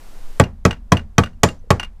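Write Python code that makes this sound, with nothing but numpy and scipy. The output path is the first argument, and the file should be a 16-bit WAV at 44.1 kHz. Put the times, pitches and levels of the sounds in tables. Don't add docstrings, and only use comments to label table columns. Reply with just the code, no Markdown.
import sys
import numpy as np
from scipy import signal
from scipy.fft import rfft, irfft
from scipy.io import wavfile
from scipy.ndimage import uniform_filter1d

SR = 44100
rng = np.random.default_rng(int(sys.argv[2]) if len(sys.argv) > 2 else 0)


def int16_out(signal):
    q = np.round(np.clip(np.atleast_2d(signal).T, -1, 1) * 32767)
    wavfile.write(sys.argv[1], SR, q.astype(np.int16))


def voltage_ratio(level):
    return 10 ** (np.asarray(level, float) / 20)


N = 88200
RISE_S = 0.002


def evened(x):
    return x / np.sqrt(np.mean(x ** 2) + 1e-20)


def read(points, hz):
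    f, value = np.transpose(points)
    return np.interp(np.log(hz + 1), np.log(f + 1), value)


def add(mix, s, sound):
    part = mix[round(s * SR):][:len(sound)]
    part += sound[:len(part)]


def coloured(x, points):
    gain = voltage_ratio(read(points, np.fft.rfftfreq(len(x), 1 / SR)))
    return irfft(rfft(x) * gain, len(x))


def ring(t, hz, db, t60, rise):
    t = np.maximum(t, 0)
    decay = voltage_ratio(db - 60 * t / t60)
    return decay * (1 - np.exp(-t / rise)) * np.sin(2 * np.pi * hz * t)


def burst(t, hz, width_hz, t60):
    f = np.fft.rfftfreq(len(t), 1 / SR)
    spectrum = rfft(rng.standard_normal(len(t))) / (1 + ((f - hz) / width_hz) ** 2)
    noise = evened(irfft(spectrum, len(t)))
    return noise * (t > 0) * voltage_ratio(-60 * np.maximum(t, 0) / t60)


def low_noise(hz, order):
    f = np.fft.rfftfreq(N, 1 / SR)
    shape = (f / (f + 12)) ** 2 / (1 + (f / hz) ** order)
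    return evened(irfft(rfft(rng.standard_normal(N)) * shape, N))


def gain_control():
    attack_s = 0.05
    t = np.arange(N) / SR
    times = [blow_row[0] for blow_row in MALLET_BLOWS]
    first = np.maximum(t - times[0], 0)
    last = np.array([0] + times)[np.searchsorted(times, t)]
    return 1 - np.exp(-first / attack_s), (t - last) * (first > 0)


# f/Hz, level/dB (per Hz)
HISS_SPECTRUM = [(30, -9), (70, 0.5), (257, -5), (749, -6.5), (2510, -16), (8630, -20.5), (14600, -25),
                 (16000, -35)]
# t/s, level/dB
MOUNT_SWAY = [
    (0.0, -33),
    (0.1, -27),
    (0.2, -24),
    (0.34, -26),
    (0.39, -29),
]


def background():
    duck_db, duck_treble_db, drift_db_per_s = -9.5, -9, -1.5
    share, since = gain_control()
    down = share * duck_db + drift_db_per_s * since
    hiss = voltage_ratio(-49) * evened(coloured(rng.standard_normal(N), HISS_SPECTRUM))
    low = signal.lfilter(*signal.butter(1, 900, fs=SR), hiss)
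    treble = hiss - low
    hiss = voltage_ratio(down) * (low + voltage_ratio(share * duck_treble_db) * treble)
    sway_db = np.interp(np.arange(N) / SR, *np.transpose(MOUNT_SWAY))
    sway = voltage_ratio(sway_db) * (1 - share) * low_noise(15, order=5)
    rumble = voltage_ratio(-34 + 0.2 * down) * share * low_noise(30, order=3)
    return hiss + sway + rumble


# t/s, level/dB, f/Hz, t60/s
SETTLING_TICKS = [
    (1.592, -54, 6100, .03),
    (1.640, -40, 470, .04),
    (1.672, -43, 470, .04),
]


def settling_tick(db, hz, t60):
    return ring(np.arange(4000) / SR, hz, db, t60, 0.00127)


# f/Hz, level/dB, t60/s
PART_MODES = [(830, -8, .03), (1200, -5, .025), (1470, 0, .022), (1880, -7, .03), (2480, -5, .025),
              (2815, -1, .07), (3700, -16, .03), (4550, -15, .03), (5940, -14, .045), (7900, -17, .022),
              (10430, -15, .04)]
# t/s, peak level/dB, level below 2200 Hz/dB, level above 9000 Hz/dB
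PART_BOUNCES = [(0.4383, -24, -12, -16), (0.7096, -20, 4, -30), (.729, -33, 5.5, -17), (.769, -54, -6, -21),
                (0.9702, -21.5, 2, -19), (0.9942, -38, 5, -10), (1.2366, -21.5, 4, -14),
                (1.2600, -36, 6, -11), (1.272, -44.5, 14.5, -9), (1.332, -58, 6, -4),
                (1.4879, -24, -16, -8), (1.7978, -18.5, 4, -8.5), (1.8056, -35, -6, -3),
                (1.8313, -24, 0, -8), (1.8465, -32.5, -1, -5)]


def bounce(start, db, dull_db, sparkle_db):
    detune, scatter_db, rise_s = 0.004, 1.5, 0.001
    roughness, snap, snap_s = 0.3, 1.6, 0.003
    t = np.arange(SR // 6) / SR
    u = rng.standard_normal((len(PART_MODES), 2))
    rattle = rng.standard_normal((len(PART_MODES), len(t)))
    flutter = 1 + roughness * evened(uniform_filter1d(rattle, size=120, axis=1))
    modes = np.zeros(len(t))
    for (f, level, t60), (a, b), w in zip(PART_MODES, u, flutter):
        level = level + scatter_db * b + dull_db * (f < 2200) + sparkle_db * (f > 9000)
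        modes += w * ring(t, f * (1 + detune * a), level, t60, rise_s)
    modes *= 1 + snap * np.exp(-t / snap_s)
    click = voltage_ratio(2) * burst(t, 1600, 3000, 0.03)
    room = voltage_ratio(-12 + dull_db / 2) * burst(t, 1300, 1400, 0.14)
    clack = (click + room) * (1 - np.exp(-t / 0.003))
    return start - 0.001, voltage_ratio(db - 3) * (modes + clack)


# hiss level/dB, thin ring level/dB, knock level/dB, knock f/Hz
JOINT_SHIVER = [
    (-44.5, -64.5, -6, 830),
    (-39, -57.5, -7, 1300),
    (-39.5, -59, -1, 1000),
    (-36, -65, -6, 1280),
    (-30.5, -29.5, -8.5, 1000),
    (-39.5, -50, -1, 1100),
]


def shiver(hiss_db, ring_db, knock_db, knock_hz):
    t = np.arange(SR // 3) / SR
    knock = ring(t, knock_hz, knock_db, 0.059, 0.0013)
    hiss = voltage_ratio(hiss_db) * burst(t, 4600, 3000, 0.22)
    thin_ring = voltage_ratio(ring_db) * burst(t, 7150, 220, 0.17)
    return knock + (hiss + thin_ring) * (1 - np.exp(-t / RISE_S))


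# f/Hz, level/dB (per Hz)
CHATTER_SPECTRUM = [(88, -40.5), (150, -4), (1260, -23.5), (1420, -25), (1900, -26.5), (4160, -52),
                    (7320, -52), (13400, -62.5), (16000, -84.5)]
# f/Hz, t60/s
CHATTER_DECAY = [(150, 0.16), (600, 0.19), (2000, .17), (6000, 0.22), (15000, 0.04)]


def chatter(t):
    noise = evened(coloured(rng.standard_normal(len(t)), CHATTER_SPECTRUM))
    hz, at, z = signal.stft(noise, SR, nperseg=256)
    decay = voltage_ratio(-60 * at / read(CHATTER_DECAY, hz)[:, None])
    tail = signal.istft(z * decay, SR, nperseg=256)[1][:len(t)]
    return tail * (1 - np.exp(-t / RISE_S))


# f/Hz, level/dB, t60/s, first trough t/s
BENCH_MODES = [(65, -12, .18, 0.01), (93, 1.5, 0.12, 0.0066), (124.2, -6, 0.15, 0.006),
               (143.8, -4.5, 0.074, .007), (180.8, -0.5, 0.11, .007), (242, -6, .1, .007),
               (288.2, -2, 0.057, .006)]
# f/Hz, level/dB, t60/s, width f/Hz
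BENCH_HUM = [(79.5, -27.5, 0.58, 6.5), (150, -32.5, 0.44, 18), (218, -33.5, 0.58, 24)]
# f/Hz, level/dB, t60/s
CASTING_MODES = [(385.8, -10, 0.064), (459.4, -1.5, 0.052), (559.2, -0.5, 0.038), (669, -2.5, 0.042),
                 (860, -3.5, 0.042), (985, -17.5, 0.042), (1134.6, -1, 0.046), (1254.5, -2, 0.027),
                 (1499, -11, 0.04), (1656, -7, 0.027), (1911, -5, 0.029), (2310, -13.5, 0.04),
                 (2508, -9, 0.04), (3210, -14.5, .04)]
# t/s, thump level/dB, casting level/dB, crack level/dB, crack f/Hz
MALLET_BLOWS = [
    (0.3978, 0, 8, -8.5, 7494),
    (0.651, -1.5, 4, -10.5, 6020),
    (0.9196, -2, 6, -9.5, 6040),
    (1.1809, 0.5, 8, -9, 6000),
    (1.4330, -4, 6.5, -4.5, 6890),
    (1.7044, -2.5, 5, -10.5, 5910),
]


def blow(start, thump_db, casting_db, crack_db, crack_hz):
    scatter_db, detune = 1.5, 0.012
    t = np.arange(SR // 2) / SR
    u = rng.standard_normal((len(BENCH_MODES), 2))
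    v = rng.standard_normal((len(CASTING_MODES), 3))

    thump = np.zeros(len(t))
    for (f, db, t60, trough_s), (a, b) in zip(BENCH_MODES, u):
        decay = voltage_ratio(db + scatter_db / 2 * b - 60 * t / t60)
        thump -= decay * np.cos(2 * np.pi * f * (1 + detune * a) * (t - trough_s))
    for f, db, t60, width_hz in BENCH_HUM:
        thump += voltage_ratio(db) * burst(t, f, width_hz, t60)
    thump *= 1 - np.exp(-(t / 0.006) ** 2)

    casting = np.zeros(len(t))
    for (f, db, t60), (a, b, c) in zip(CASTING_MODES, v):
        late = t - 0.00078 * abs(c)
        casting += ring(late, f * (1 + detune * a), db + scatter_db * b, t60, RISE_S)

    late = t - 0.00073
    crack = burst(late, crack_hz, 400, 0.015)
    crack += voltage_ratio(-0.5) * burst(late, 2700, 3900, 0.04) * (1 - np.exp(-t / RISE_S))

    sound = voltage_ratio(thump_db) * thump + voltage_ratio(casting_db - 6) * casting + voltage_ratio(crack_db) * crack
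    return start, sound + voltage_ratio(crack_db / 2 - 7.5) * chatter(t)


def scene():
    mix = background()
    for row in MALLET_BLOWS:
        add(mix, *blow(*row))
    for row, levels in zip(MALLET_BLOWS, JOINT_SHIVER):
        add(mix, row[0], shiver(*levels))
    for row in PART_BOUNCES:
        add(mix, *bounce(*row))
    for s, *tick in SETTLING_TICKS:
        add(mix, s, settling_tick(*tick))
    return mix[None]


def top_cut(x):
    return signal.sosfilt(signal.butter(12, 16550, fs=SR, output="sos"), x)


def record(dry):
    ceiling, knee, edge_hz = 1.02, 2.9, 15300
    x = ceiling * dry / (1 + abs(dry) ** knee) ** (1 / knee)
    lowpass = signal.firwin(95, edge_hz, window=("kaiser", 5), fs=SR)
    x = signal.oaconvolve(x, lowpass[None], "same")
    return top_cut(x)


dry = scene()
out = record(dry)
int16_out(out)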